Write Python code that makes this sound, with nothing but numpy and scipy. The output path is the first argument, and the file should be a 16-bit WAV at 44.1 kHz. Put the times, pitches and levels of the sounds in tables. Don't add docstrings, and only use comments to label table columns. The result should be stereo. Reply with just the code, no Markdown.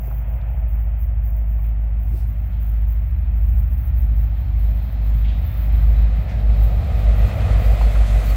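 import sys
import numpy as np
from scipy import signal
from scipy.fft import rfft, irfft, next_fast_len
from scipy.io import wavfile
from scipy.ndimage import map_coordinates

SR = 44100
rng = np.random.default_rng(int(sys.argv[2]) if len(sys.argv) > 2 else 0)


def master_out(mix):
    frames = np.transpose(np.atleast_2d(mix))
    ceiling = np.clip(frames, -1, 1)
    pcm = np.round(ceiling * 32767).astype(np.int16)
    wavfile.write(sys.argv[1], SR, pcm)


N = 368676

# time in seconds, firing rate of one bank in Hz.
ENGINE_SPEED = [(0, 53.35), (4.5, 53.28), (6.5, 53.15), (7.3, 52.95), (7.9, 51.9), (8.36, 50.9)]
# multiple of the four-stroke cycle rate, strength of that line in relative dB.
UNEVEN_CYLINDERS = [(7, -24.7), (9, -12.6), (10, -12.2), (11, -12.1), (12, -15.1), (13, -24.2), (14, -24.2),
                    (16, -26.3), (17, -23.2), (19, -30.8), (23, -36.1), (24, -36.6), (25, -34.7),
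                    (26, -36.6), (30, -37.7)]
# time in seconds, then firing notes, throb, stack boom and gas rush, each in dB.
EXHAUST_LEVELS = [(0, -20, -27.5, -39.5, -40), (1.15, -13.5, -26, -32.5, -39),
                  (1.8, -16.5, -26, -36.5, -37.5), (3.4, -14, -23, -31, -36), (5.2, -14.5, -23, -30.5, -33),
                  (6.1, -11.5, -22, -31.5, -30.5), (7.05, -14.5, -23.5, -27.5, -29),
                  (7.5, -9, -19, -22, -26), (7.8, -14.5, -27, -29, -29), (8.36, -17, -33, -29.5, -29)]
OPPOSED_S = [0.451, 1.01, 2.499, 3.15, 3.83, 4.43, 4.87, 5.48, 6.3, 6.872, 7.34, 8.701]
# time in seconds, level in dB before trim.
DRONE_LEVEL = [(0, -33), (.55, -33), (1.2, -50), (2, -54.5), (8.36, -58.5)]
# time in seconds, nearness from 0 (head-on) to 1 (broadside).
NEARNESS = [(0, 0.078), (4.3, 0), (6.3, 0.71), (7.5, 0.98), (8.36, 0.98)]
# time in seconds, fans and wheels, each in dB before trim.
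ROAR_LEVELS = [(0, -46.5, -55), (.35, -46, -53), (.8, -50, -55.5), (1.35, -50.5, -57), (3.6, -52.3, -54.5),
               (4.8, -48.5, -53), (5.6, -45.5, -48.5), (6.7, -39.5, -47.5), (7.42, -34, -39.5),
               (8.05, -36, -41), (8.36, -38, -40.5)]
# time in seconds, ring and tread hiss, each in dB before trim.
TREBLE_LEVELS = [(0, -80.5, -82), (1.3, -84.5, -93.5), (2.3, -74.5, -79.5), (3.6, -74.5, -87),
                 (4.7, -64, -76.5), (6.5, -58.5, -69), (7.45, -52.5, -58), (8.36, -51, -52)]
# start in seconds, length in seconds, level in dB before trim.
SIZZLE_SURGES = [(0.004, 0.2, -47.5), (0.687, 0.066, -51.5), (0.982, 0.07, -50.5), (1.24, 0.092, -51.5),
                 (1.353, 0.05, -53), (1.505, 0.087, -52), (1.998, 0.03, -53.5), (2.035, 0.102, -51),
                 (2.271, 0.058, -52), (2.613, 0.083, -49), (2.774, 0.044, -56), (2.88, 0.044, -50),
                 (3.063, 0.03, -53.5), (3.352, 0.092, -52), (3.464, 0.042, -54), (3.715, 0.162, -49),
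                 (4.029, 0.032, -53), (4.197, 0.048, -53), (4.591, 0.35, -50.5), (5.142, 0.074, -51.5),
                 (5.453, 0.22, -46.5), (5.726, 0.21, -49.5), (5.964, 0.053, -52), (6.716, 0.033, -53.5),
                 (6.763, 0.032, -54), (7.161, 0.128, -51.5), (7.338, 0.03, -52.5), (7.596, 0.11, -51),
                 (7.739, 0.184, -53.5), (7.933, 0.036, -54), (8.244, 0.12, -48)]
# peak moment in seconds, pitch in Hz, length in seconds, level in dB.
RAIL_TONES = [(3.65, 14600, .4, -63), (4.203, 14750, .2, -59.5), (5.115, 7050, 0.075, -67),
              (5.346, 3770, 0.14, -58), (5.499, 3560, 0.12, -57), (5.87, 14470, 0.1, -66.5),
              (6.041, 3890, 0.15, -59.5), (6.653, 3850, 0.27, -60.5), (7.651, 4740, 0.26, -56),
              (7.844, 4240, .04, -49), (7.89, 3420, 0.058, -54), (8.3, 4430, 0.035, -47)]
# start in seconds, level in dB, centre in Hz, 60 dB decay time in seconds.
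CLANKS = [(.412, -50, 3300, .035), (1.639, -52.5, 2170, 0.52), (2.52, -56.5, 2760, 1.1),
          (5.246, -42, 2550, 0.29), (5.28, -42.5, 2980, 0.4), (6.281, -40.5, 1870, 0.48),
          (6.291, -51.5, 4780, 0.36), (7.479, -30.5, 663, 0.2), (7.81, -24, 772, 0.069),
          (7.949, -30.5, 1260, 0.14), (8.0, -32, 620, 0.3)]
# peak moment in seconds, level in dB before panning, centre in Hz, length in seconds.
BRUSHES = [(0.06, -67, 6070, 0.098), (0.082, -38.5, 420, 0.0075), (0.114, -41.5, 980, 0.01),
           (1.593, -39, 850, 0.0025), (2.143, -42, 271, .045), (2.189, -60.5, 4500, 0.09),
           (2.187, -59, 10170, 0.13)]
# centre in Hz, width in Hz, strength in relative dB.
HOOD_MODES = [(636, 58, -8.5), (700, 80, -7), (1237, 60, -6), (1930, 150, -18.5), (2580, 98, -20),
              (3080, 50, -26)]

# frequency in Hz, density in relative dB per Hz.
GAS_COLOUR = [(25, -12.5), (40, -13), (55, -7.5), (80, 2), (112, 5), (140, -0.5), (190, -4), (250, -11.5),
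              (320, -18.5), (390, -27), (900, -70)]
FANS_FAR = [(330, -28.5), (420, -10.5), (520, -1), (640, 4), (760, 1.5), (880, -1), (1020, -6),
            (1600, -48.5)]
FANS_NEAR = [(230, -15), (350, -13), (460, -2), (600, -1), (740, -1.5), (840, -8.5), (980, -15.5),
             (1600, -41.5)]
WHEELS_FAR = [(700, -18), (950, -5.5), (1120, -0.5), (1270, 1), (1550, -1.5), (1950, -0.5), (2200, -2.5),
              (2520, -2.5), (2850, -10), (3250, -12.5), (3700, -27.5), (5000, -54)]
WHEELS_NEAR = [(750, -30), (1000, -3.5), (1150, -0.5), (1270, 0.5), (1450, -3.5), (1680, -4.5), (2020, 0),
               (2250, -4.5), (2500, -3), (2900, -11), (3300, -15.5), (3800, -27.5), (5000, -45)]
RING_COLOUR = [(2200, -27), (3000, -0.5), (3800, 1.5), (4500, -4.5), (5600, -13.5), (7500, -32.5)]
HISS_COLOUR = [(3500, -15), (5500, -1.5), (7500, 0.5), (10000, -5.5), (13000, -7.5), (15800, -15)]
RAIL_COLOUR = [(11000, -47.5), (12800, -19), (13500, -6), (14100, -2), (15000, 0.5), (15800, -6.5)]
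RAIL_LOW_COLOUR = [(9500, -34.5), (11000, -9.5), (12500, 2.5), (13300, -3), (14500, -9.5)]
# frequency in Hz, coherence (1 alike, 0 unrelated).
ALIKE = [(100, 1), (250, 0.92), (500, 0.69), (750, 0.5), (1100, -0.26), (2000, -0.16), (4000, 0),
         (12000, 0)]

STRONG_STROKE_S = 7.847
SECOND_DB, SECOND_GAINS_DB_PER_S = -17, 2.22
SECOND_THROB_DB = -12.5
LOPE_DEPTH, LOPE_FOCUS = .5, 3.2
SURGE_TRIM_DB, SURGE_ATTACK_S, SURGE_RELEASE_S = -2.5, .015, .045
SURGE_SAG_DB_PER_S, SURGE_FLICKER_DB = 13, 0.8
BED_DB, BED_NEAR_DB, BED_FLICKER_DB = -62, -0.5, 4.5
LOW_WAVES_DB, LOW_WAVES_DB_PER_S = -25, 2.5
TOP_HZ = 15850


def amp(db):
    return 10 ** (np.asarray(db) / 20)


def unit(x):
    return x / np.sqrt(np.mean(x ** 2) + 1e-20)


def clock():
    return np.arange(N) / SR


def along(points, hz):
    f, v = np.transpose(points)
    return np.interp(np.log(hz + 1), np.log(f + 1), v)


def curves(rows):
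    s, *columns = np.transpose(rows)
    return [np.interp(clock(), s, column) for column in columns]


def nearness():
    return np.clip(curves(NEARNESS)[0], 0, 1)


def wobble(rate):
    knots = rng.standard_normal(int(N * rate / SR) + 4)
    return map_coordinates(knots, [clock() * rate])


def filtered(x, response):
    m = next_fast_len(N + SR // 4)
    return irfft(rfft(x, m) * response(np.fft.rfftfreq(m, 1 / SR)), m)[..., :N]


def pan(left_db):
    return amp([[left_db / 2], [-left_db / 2]])


def rush(spectrum, ripple_db=0):
    thicket = rng.standard_normal(SR // 100 + 4)

    def response(hz):
        turn = np.arccos(np.clip(along(ALIKE, hz), -1, 1)) / 2
        ripple = ripple_db * map_coordinates(thicket, [hz / 50])
        return amp(along(spectrum, hz) + ripple) * [np.cos(turn), np.sin(turn)]

    mid, side = filtered(rng.standard_normal((2, N)), response)
    return np.array([mid + side, mid - side]) / np.std(mid)


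def approach(far, near):
    share = nearness()
    return np.sqrt(1 - share) * rush(far) + np.sqrt(share) * rush(near)


def band(centre_hz, spread):
    edges = np.clip([centre_hz / (1 + spread), centre_hz * (1 + spread)], 20, SR / 2 - 100)
    bandpass = signal.butter(2, edges, 'bandpass', fs=SR, output='sos')
    noise = signal.sosfilt(bandpass, rng.standard_normal((3, SR)))
    alike = np.clip(along(ALIKE, centre_hz), 0, 1)
    return unit(np.sqrt(alike) * noise[2] + np.sqrt(1 - alike) * noise[:2])


def add(out, s, sound):
    start = round(s * SR)
    sound = sound[:, max(-start, 0):]
    part = out[:, max(start, 0):][:, :sound.shape[-1]]
    part += sound[:, :part.shape[1]]


def engines():
    firing_hz, = curves(ENGINE_SPEED)
    note_db, throb_db, boom_db, gas_db = curves(EXHAUST_LEVELS)
    front = crank(firing_hz)
    rear = slipping(front)

    firing = cycle_line(front, order=8)
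    swell = 1 + LOPE_DEPTH * nearness() ** LOPE_FOCUS * np.cos(front)
    second = amp(SECOND_DB + SECOND_GAINS_DB_PER_S * clock()) * cycle_line(rear, order=8)
    notes = amp(note_db) * unit(swell * (firing + second))

    front_throb = throb(front, unsteady_db=4.0)
    rear_throb = amp(SECOND_THROB_DB) * throb(rear, unsteady_db=3.5)
    lope = amp(throb_db + 2.1 * wobble(9)) * unit(front_throb + rear_throb)

    boom = amp(boom_db + 1.3 * wobble(6)) * unit(cycle_line(front, order=15))
    puffs = unit(1 + .25 * firing)
    gas = amp(gas_db) * puffs * rush(GAS_COLOUR)
    hum = unit(np.sin(2 * np.pi * 127 * clock() + .5 * wobble(6)))
    drone = amp(curves(DRONE_LEVEL)[0] - 2.0) * hum
    return notes + lope + boom + gas + drone


def crank(firing_hz, count=8):
    angle = 2 * np.pi * np.cumsum(firing_hz) / SR / count
    return angle - np.interp(STRONG_STROKE_S, clock(), angle)


def slipping(angle, count=8):
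    lost = np.interp(clock(), OPPOSED_S, np.arange(len(OPPOSED_S)) + .5)
    lost -= np.maximum(OPPOSED_S[0] - clock(), 0) / (OPPOSED_S[1] - OPPOSED_S[0])
    return angle - 2 * np.pi * lost / count


def cycle_line(angle, order):
    return np.sin(order * angle + 2 * (order - 8) * (order - 9))


def throb(angle, unsteady_db):
    lines = [amp(db + unsteady_db * wobble(2)) * cycle_line(angle, order=k) for k, db in UNEVEN_CYLINDERS]
    return unit(sum(lines))


def fans():
    fans_db, _ = curves(ROAR_LEVELS)
    pulse = unit(1 + 0.065 * np.sin(8 * crank(curves(ENGINE_SPEED)[0])))

    def modes(f):
        return sum(amp(db) * 1j * f * width / (centre ** 2 - f ** 2 + 1j * f * width)
                   for centre, width, db in HOOD_MODES)

    inside = rush([(300, -29.0), (550, 2.5), (3200, -7.0), (5000, -22.0)])
    hood = amp(-2) * nearness() ** 2 * unit(filtered(inside, modes))
    roar = approach(FANS_FAR, FANS_NEAR) * pan(0.28) + hood
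    return amp(fans_db - 1.0 + 0.85 * wobble(14)) * pulse * roar


def wheels():
    _, roar_db = curves(ROAR_LEVELS)
    ring_db, hiss_db = curves(TREBLE_LEVELS)
    contact = wobble(25)
    roar = amp(roar_db - 1.0 + .5 * contact) * approach(WHEELS_FAR, WHEELS_NEAR) * pan(4.9)
    ring = amp(ring_db + 2.5 + .8 * contact) * rush(RING_COLOUR, ripple_db=2.5) * pan(-0.77)
    grit_db = .7 * contact + .7 * wobble(150)
    hiss = amp(hiss_db + 2.2 + grit_db) * rush(HISS_COLOUR, ripple_db=2.5) * pan(-2.4)
    return roar + ring + hiss


def rails():
    low_waves = amp(LOW_WAVES_DB + LOW_WAVES_DB_PER_S * clock()) * rush(RAIL_LOW_COLOUR)
    colour = rush(RAIL_COLOUR, ripple_db=1.0) + low_waves
    crackle = amp(1.5 * wobble(30) + 1.6 * wobble(220))
    out = surges() * crackle * colour * pan(-11.5)
    t = np.arange(SR) / SR - .5
    for s, hz, length, db in RAIL_TONES:
        swell = np.exp(-2 * (t / length) ** 2)
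        add(out, s - .5, amp(db) * swell * band(hz, spread=0.009))
    return out


def surges():
    t = clock()
    gain = amp(BED_DB + BED_NEAR_DB * curves(NEARNESS)[0] + BED_FLICKER_DB * wobble(12))
    flicker_db = SURGE_FLICKER_DB * wobble(14)
    for s, length, db in SIZZLE_SURGES:
        span = (t > s - .1) & (t < s + length + .5)
        age = t[span] - s
        outside = np.maximum(-age, 0) / SURGE_ATTACK_S + np.maximum(age - length, 0) / SURGE_RELEASE_S
        sag_db = SURGE_SAG_DB_PER_S * np.maximum(age, 0)
        level_db = db + SURGE_TRIM_DB + flicker_db[span] - sag_db
        gain[span] = np.maximum(gain[span], amp(level_db) * np.exp(-outside))
    return gain


def clanks():
    out, t = np.zeros((2, N)), np.arange(SR) / SR
    for s, db, hz, t60 in CLANKS:
        rise = 1 - np.exp(-t / 0.0016)
        add(out, s, amp(db - 60 * t / t60) * rise * band(hz, spread=0.27))
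    return out


def handling():
    out, t = np.zeros((2, N)), np.arange(SR) / SR - .5
    for s, db, hz, length in BRUSHES:
        swell = 1 / (1 + (2 * t / length) ** 2)
        add(out, s - .5, amp(db) * swell * band(hz, spread=0.32))
    return out * pan(-6.0)


def scene():
    return engines() + fans() + wheels() + rails() + clanks() + handling()


def record(dry):
    corner_hz = np.array([[25], [60]])
    return filtered(dry, lambda hz: 1j * hz / (corner_hz + 1j * hz) * (hz < TOP_HZ))


dry = scene()
out = record(dry)
master_out(out)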